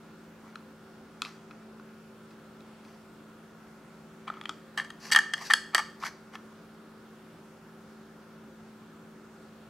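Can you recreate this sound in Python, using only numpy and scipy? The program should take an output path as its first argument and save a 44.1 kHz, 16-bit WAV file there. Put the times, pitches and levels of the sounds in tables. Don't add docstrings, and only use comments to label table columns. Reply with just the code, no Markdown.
import sys
import numpy as np
from scipy import signal
from scipy.io import wavfile
from scipy.ndimage import uniform_filter1d

SR = 44100
rng = np.random.default_rng(int(sys.argv[2]) if len(sys.argv) > 2 else 0)


def dump(signal):
    limited = np.clip(np.atleast_2d(signal).T, -1, 1)
    pcm = np.round(limited * 32767).astype(np.int16)
    wavfile.write(sys.argv[1], SR, pcm)


def gain_from_db(level_db):
    decades = np.asarray(level_db, float) / 20
    return 10 ** decades


N = 427329


def rms_one(x):
    return x / np.sqrt(np.mean(x ** 2) + 1e-20)


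def at_hz(points, hz):
    curve = np.array(points)
    return np.interp(np.log(hz), np.log(curve[:, 0]), curve[:, 1])


def band_filter(x, low, high):
    return signal.sosfilt(signal.butter(2, [low, high], "band", fs=SR, output="sos"), x)


def drift(rate):
    r = np.exp(-80 * np.pi * rate / SR)
    slow = signal.lfilter([1], [1, -2 * r, r * r], rng.standard_normal(N // 40 + 2002))[2000:]
    return np.interp(np.arange(N) / 40, np.arange(len(slow)), rms_one(slow))


def ring(clicks, hz, t60):
    r = np.exp(-np.log(1000) / (t60 * SR))
    w = 2 * np.pi * hz / SR
    return signal.lfilter([0, np.sin(w)], [1, -2 * r * np.cos(w), r * r], clicks + 1e-18)


# f/Hz, level/dB (per Hz)
AIR = [(20, -37), (45, -17.5), (100, -11), (170, -5), (300, -6), (450, -9), (700, -13), (1000, -13.5),
       (1400, -12.5), (1800, -20), (3000, -25), (6000, -31), (11000, -36.5), (15800, -39.5)]
# f/Hz, likeness (0 to 1)
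LIKENESS = [(60, 0.88), (180, 0.96), (550, 0.86), (1650, 0.72), (4970, 0.36), (15000, 0.12)]


def room_noise():
    out, edges = 0, 22 * 2 ** np.arange(0, 9.7, 1 / 3)
    white = rng.standard_normal((2, 2, N))
    for k, (low, high) in enumerate(zip(edges, edges[1:])):
        mid, side = band_filter(white[k % 2], low, high)
        hz = np.sqrt(low * high)
        alike = np.clip(at_hz(LIKENESS, hz), 0, 1)
        gain = gain_from_db(at_hz(AIR, hz) + 1.03 * drift(3))
        out = out + gain * (np.sqrt(1 + alike) * mid + np.sqrt(1 - alike) * side * [[1], [-1]])
    upper = signal.sosfilt(signal.butter(4, 500, "high", fs=SR, output="sos"), out.mean(axis=0))
    return gain_from_db(-57.8) * out / np.std(upper)


# order (multiple of its turning rate), level/dB (rms)
MOTOR = [(3, -62), (4, -54.5), (7, -61), (24, -71.5), (26, -69.5), (28, -77)]
# f/Hz, width/Hz, level/dB (rms)
DRONES = [(180, 4, -71), (300, 8, -68), (524, 8, -69.5)]


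def motor():
    turns_per_s = 54.89 * (1 + .0006 * drift(.5))
    turn = 2 * np.pi * np.cumsum(turns_per_s) / SR
    out = 0
    for order, db in MOTOR:
        tone = np.sin(order * turn + rng.uniform(0, 6))
        out = out + np.sqrt(2) * gain_from_db(db + 1.2 * drift(1.5)) * tone
    for hz, width, db in DRONES:
        out = out + gain_from_db(db) * rms_one(ring(rng.standard_normal(N), hz, 2.2 / width))
    return out * gain_from_db(np.array([[.1], [-.1]]))


# low f/Hz, high f/Hz, t60/s, level/dB
ROOM = [(400, 1500, .43, -2.5), (1500, 4000, .41, -3.5), (4000, 8000, .4, .8), (8000, 15000, .27, -1.5)]


def room(x):
    t = np.arange(SR // 2) / SR
    tail = 0
    for low, high, t60, db in ROOM:
        noise = rms_one(band_filter(rng.standard_normal((2, len(t))), low, high))
        tail = tail + gain_from_db(db - 60 * t / t60) * noise * np.sqrt((high - low) / SR)
    mid, side = tail * np.clip((t - .003) / .008, 0, 1)
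    return signal.fftconvolve(x[None], [mid + .3 * side, mid - .3 * side], axes=1)[:, :N]


# t/s, f/Hz, level/dB, t60/s
THUDS = [
    (1.219, 263, -46, .25),
    (1.51, 300, -54, .15),
    (4.301, 300, -50, .1),
    (4.493, 300, -44, .15),
    (5.536, 520, -42, .08),
    (5.748, 360, -44, .15),
]


def thuds():
    t, out = np.arange(N) / SR, 0
    for s, hz, db, t60 in THUDS:
        age = np.clip(t - s, 0, None)
        swell = 1 - np.exp(-age / .002)
        out = out + gain_from_db(db - 60 * age / t60) * swell * np.sin(2 * np.pi * hz * age)
    return out


GROUP_EDGES_HZ = [800, 1500, 2300, 3700, 11000]


def group_band(x, group, edges_hz=GROUP_EDGES_HZ):
    return band_filter(x + 1e-18, *edges_hz[group:group + 2])


def knocked(knocks, modes, edges_hz, strike_db, rim_db, crack, crack_hz, damping, detune):
    out, t = np.zeros((2, N + 2048)), np.arange(2048) / SR
    group, hz, level_db, t60 = np.transpose(modes)[:, :, None]
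    dull = signal.butter(1, crack_hz, fs=SR, output="sos")
    for s, db, hollow_db, hard_db, ring_ms in knocks:
        peak_db = [db + hollow_db, db, db + rim_db + .55 * hard_db, db + hard_db]
        scatter, shift, lean, sign = rng.standard_normal((4, len(modes), 1))
        choke = np.exp(-.55 * (t * 1000 / np.clip(ring_ms, 2, 9)) ** 2.4) + .012
        fade = np.exp(-np.log(1000) * damping * (1 + hz / 5500) * t / t60)
        onset = 1 - np.exp(-t * hz / 1.6)
        sines = np.sin(2 * np.pi * hz * (1 + detune * shift) * t)
        rings = np.sign(sign) * gain_from_db(level_db + 2.5 * scatter) * fade * onset * choke * sines
        beam = np.clip(hz / 25000, 0, .8) * lean
        burst = signal.sosfilt(dull, np.exp(-t / .0018) * rng.standard_normal((2, len(t))))
        start = int(s * SR)
        for g in range(4):
            inside = group[:, 0].astype(int) == g
            mid, side = rings[inside].sum(axis=0), (beam * rings)[inside].sum(axis=0)
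            snap = group_band(burst, g, edges_hz)
            snap = crack * (1 + .3 * g) * np.abs(mid).max() / np.abs(snap[0]).max() * snap
            mid, side = mid + snap[0], side + .05 * (1 + g) * snap[1]
            gain = gain_from_db(peak_db[g] + strike_db) / np.abs(mid).max()
            out[:, start:start + len(t)] += gain * np.array([mid + side, mid - side])
    return out[:, :N]


# t/s, level/dB (main mode), hollowness/dB (air modes above it),
# hardness/dB (high modes above it), ring/ms
LID_KNOCKS = [(0.5563, -43, 11, -2, 3.2), (1.2191, -24.5, 0.1, -1, 3.2), (1.2276, -43, 7, 0, 6.3),
              (1.2493, -31, -9, -14, 1.5), (1.256, -38, -4, -12, 3.2), (1.2601, -43, 1, -8, 9),
              (1.2666, -44, 3, -11, 4.1), (1.5095, -45, 2, -17, 7.4), (1.5143, -52, 8, -14, 3.6),
              (1.7974, -56, 15, -9, 3.4), (2.3083, -58, 5, -2, 9), (2.6054, -56, 1, 0, 5.8),
              (2.8498, -52, -5, -14, 3.9)]
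# group (0 air, 1 main, 2 rim, 3 high), f/Hz, level/dB, t60/s
LID_MODES = [(0, 1330, -.6, .03), (0, 1150, -7, .02), (1, 2580, 1.5, .04), (1, 2150, -5, .015),
             (2, 3400, -3.5, .015), (2, 4080, -2.5, .014), (3, 5500, -3.5, .012), (3, 6500, -2.5, .012),
             (3, 7300, -4, .01), (3, 9200, -6, .008)]
LID_EDGES_HZ = [900, 1800, 3000, 5000, 11000]


def pressed_lid():
    return knocked(LID_KNOCKS, LID_MODES, LID_EDGES_HZ, strike_db=1.5, rim_db=6,
                   crack=.8, crack_hz=4500, damping=.65, detune=.015)


def strokes(rows, lift, fade_db):
    power, t = np.zeros(N), np.arange(N) / SR
    for s, length, rising, db, hard_db in rows:
        inside = slice(int(s * SR), int((s + length) * SR))
        top = s + length * np.clip(rising, .02, .98)
        away = np.interp(t[inside], [s, top, s + length], [1, 0, 1])
        power[inside] += gain_from_db(db + lift * hard_db - fade_db * away ** 1.5) ** 2
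    return uniform_filter1d(np.sqrt(power), size=132)


def grains(per_s, spread_db):
    sizes = gain_from_db(spread_db * np.minimum(rng.exponential(1, N), 4)) * rng.choice([-1, 1], N)
    return rms_one(sizes * (rng.random(N) < per_s / SR))


# group (0 air, 1 main, 2 rim, 3 high), f/Hz, level/dB, t60/s
CAP_MODES = [(0, 850, -5, .04), (0, 1020, -11, .03), (0, 1200, -2.5, .045), (0, 1320, -3, .045),
             (1, 1600, -13, .04), (1, 1700, -13, .05), (1, 1790, -.6, .11), (1, 1865, -10, .06),
             (2, 2880, -7, .03), (2, 3250, -2.5, .045), (3, 3860, -7, .022), (3, 4430, -5, .03),
             (3, 4820, -6, .03), (3, 5250, -7, .025), (3, 5920, -12, .022), (3, 6430, -8.5, .024),
             (3, 7130, -15, .022), (3, 8050, -7, .026), (3, 8900, -15, .018), (3, 10400, -11.5, .018),
             (3, 12000, -18, .015)]
HARD_LIFTS = [-1.1, 0.05, .2, .9]


def scraped(rows, colour_db, fade_db, dry, per_s, spread_db):
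    busy = slice(int(rows[0][0] * SR) - 999, int(rows[-1][0] * SR) + SR // 2)
    slips, other = grains(per_s, spread_db)[busy], grains(per_s, spread_db)[busy]
    out = np.zeros((2, N))
    dry = (dry * np.ones(N))[busy]
    both = np.array([slips, other])
    rim = signal.sosfilt(signal.butter(3, 5700, fs=SR, output="sos"), both) + .22 * both
    for group in range(4):
        gain = gain_from_db(colour_db[group]) * strokes(rows, HARD_LIFTS[group], fade_db)[busy]
        drive = gain * slips * np.sqrt(np.clip(1 - dry ** 2, 0, 1))
        rung, power, sign = 0, 0, 1
        for _, hz, db, t60 in [m for m in CAP_MODES if int(m[0]) == group]:
            held = t60 * .6
            rung = rung + sign * gain_from_db(db) * ring(drive, hz, held)
            power += gain_from_db(2 * db) * held * SR / (4 * np.log(1000))
            sign = -sign
        mid, side = group_band(gain * rim, group) / np.std(group_band(rim[0, :SR], group))
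        out[:, busy] += rung / np.sqrt(power) + dry * mid + (.04 + .07 * group) * side * [[1], [-1]]
    return out


# t/s (start), length/s, share spent rising, level/dB (peak), hardness/dB
RUBS = [(0.43, .12, .45, -63, -7), (1.22, .16, .15, -56, -2.5), (2.29, .05, .4, -67, 0.1),
        (2.78, .25, .4, -65, -3), (4.995, .125, .62, -48, 1), (5.365, .09, .7, -44, -3.5),
        (5.405, .11, .6, -48, 4), (6.0, .105, .6, -50, 2), (6.325, .045, .6, -53, -4)]
RUB_COLOUR_DB = [-3, 0.1, -2, 0.1]


def rubbing():
    patches = gain_from_db(2.1 + 2.1 * drift(60))
    return patches * scraped(RUBS, RUB_COLOUR_DB, fade_db=13, dry=.98, per_s=7000, spread_db=2.4)


# t/s (start), length/s, share spent rising, level/dB (peak), hardness/dB
SCRAPES = [(4.27, .028, .4, -41, -8), (4.295, .13, .3, -55, -7), (4.772, .026, .4, -28, -3),
           (4.803, .028, .1, -42, -3), (4.83, .045, .4, -51, 1), (5.113, .031, .35, -21, 5),
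           (5.498, .034, .3, -25, -1), (5.72, .027, .85, -48, -4), (5.755, .022, .3, -29, 2.5),
           (5.775, .034, .45, -29, 0.1), (6.01, .04, .68, -42, -7), (6.028, .064, .6, -34, 4),
           (6.32, .05, .65, -48, -2)]
SCRAPE_COLOUR_DB = [-5, 0.1, -7, -9]


def thread():
    dry = np.interp(np.arange(N) / SR, [4.5, 4.7, 5.6, 5.95], [.85, .6, .78, .985])
    return gain_from_db(1.2) * scraped(SCRAPES, SCRAPE_COLOUR_DB, fade_db=15, dry=dry, per_s=5000, spread_db=2.8)


# t/s, level/dB, hollowness/dB, hardness/dB, ring/ms
SET_KNOCKS = [(4.2772, -39, 5, -14, 9), (4.2813, -38, 6, -12, 8.2), (4.3006, -39, 15, -11, 4.3),
              (4.3391, -50, 6, -3, 3.5), (4.3693, -56, 15, -6, 9), (4.4126, -34, -2, -9, 3.3),
              (4.437, -50, 5, 0, 5.9), (4.4557, -29, -3, -8, 2.6), (4.493, -33, 8, 5, 3.1),
              (4.4993, -49, 13, 1, 6.7), (4.5073, -51, 5, 1, 9)]
# group, f/Hz, level/dB, t60/s
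SET_MODES = [(0, 900, -17, .018), (0, 1270, -.6, .035), (1, 1850, -5, .022), (1, 2350, -1.5, .022),
             (2, 3000, -6, .015), (2, 3350, -1.5, .025), (3, 4600, -3, .015), (3, 5200, -4, .015),
             (3, 6400, -9, .012), (3, 8100, -18, .012), (3, 10400, -17, .012)]
SET_EDGES_HZ = [900, 1600, 2700, 3800, 9000]


def seated_cap():
    return knocked(SET_KNOCKS, SET_MODES, SET_EDGES_HZ, strike_db=1.5, rim_db=4,
                   crack=.7, crack_hz=2200, damping=.65, detune=.015)


# t/s, level/dB, hollowness/dB, hardness/dB, ring/ms
TIGHT_KNOCKS = [(6.0271, -50, 11, 3, 8.9), (6.0353, -35, 13, -5, 6.4), (6.0503, -36, -3, -3, 8.9),
                (6.0649, -34, 5, -1, 8.9), (6.3358, -47.5, 1, -7, 8.9), (6.354, -33, 1, -6, 8.9)]


def tight_cap():
    return knocked(TIGHT_KNOCKS, CAP_MODES, GROUP_EDGES_HZ, strike_db=1.2, rim_db=4.5,
                   crack=1.1, crack_hz=2200, damping=1.6, detune=.05)


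# t/s, level/dB,
# hollowness/dB, hardness/dB, ring/ms
CAP_KNOCKS = [(4.7759, -22, -10, -7, 6.4), (4.7984, -18.5, -13, -19, 3.4), (4.8053, -39, -1, 1, 3.8),
              (4.8142, -41, 0.1, -9, 6.0), (4.8463, -43, 2, 1, 6.4), (4.9032, -33, -6, -4, 4.0),
              (5.1023, -35.5, -2, -5, 4.7), (5.1157, -24.5, -9, 4, 8.9), (5.1203, -18.5, -13, 4, 8.9),
              (5.1323, -21.5, -18, 7, 5.0), (5.1475, -10.5, -12, -11, 6.0), (5.1607, -5, -10, -6, 8.7),
              (5.1725, -15.5, -7, -9, 8.9), (5.1876, -11.5, -15, -9, 6.2),
              (5.3361, -17.5, -13, -4, 8.9), (5.3393, -23.5, -15, -5, 7.8), (5.3776, -33, -13, -8, 6.0),
               (5.5009, -19, -2, -14, 8.9), (5.5075, -12, -14, -14, 8.9), (5.5173, -32, -6, 3, 8.9),
               (5.5359, -6.5, -11, -1, 5.3), (5.7378, -40, 9, -20, 5.1), (5.7471, -11.5, -2, 2.5, 3.1),
               (5.7523, -13, -9, -8, 7.4), (5.7798, -15.5, -4, -8, 5.2), (5.7888, -32, 9, 4, 8.9),
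               (5.7963, -36, 10, 0.1, 8.9)]


def loose_cap():
    return knocked(CAP_KNOCKS, CAP_MODES, GROUP_EDGES_HZ, strike_db=.3, rim_db=-2.5,
                   crack=.6, crack_hz=7000, damping=.46, detune=.011)


def scene():
    jar = pressed_lid() + rubbing() + thread() + seated_cap() + tight_cap() + loose_cap()
    jar = band_filter(jar, 450, 12500)
    highs = signal.sosfilt(signal.butter(2, 7000, "high", fs=SR, output="sos"), jar)
    near = jar * gain_from_db(np.array([[.45], [-.45]])) + .15 * highs * [[-1], [1]]
    echoes = gain_from_db(-38) * room(jar.mean(axis=0))
    return room_noise() + motor() + echoes + thuds() + near


def top_cut(x):
    return signal.sosfilt(signal.butter(12, 16480, fs=SR, output="sos"), x)


def record(dry):
    mix = signal.sosfilt(signal.ellip(10, .5, 60, 15800, fs=SR, output="sos"), dry)
    return top_cut(mix)


dry = scene()
out = record(dry)
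dump(out)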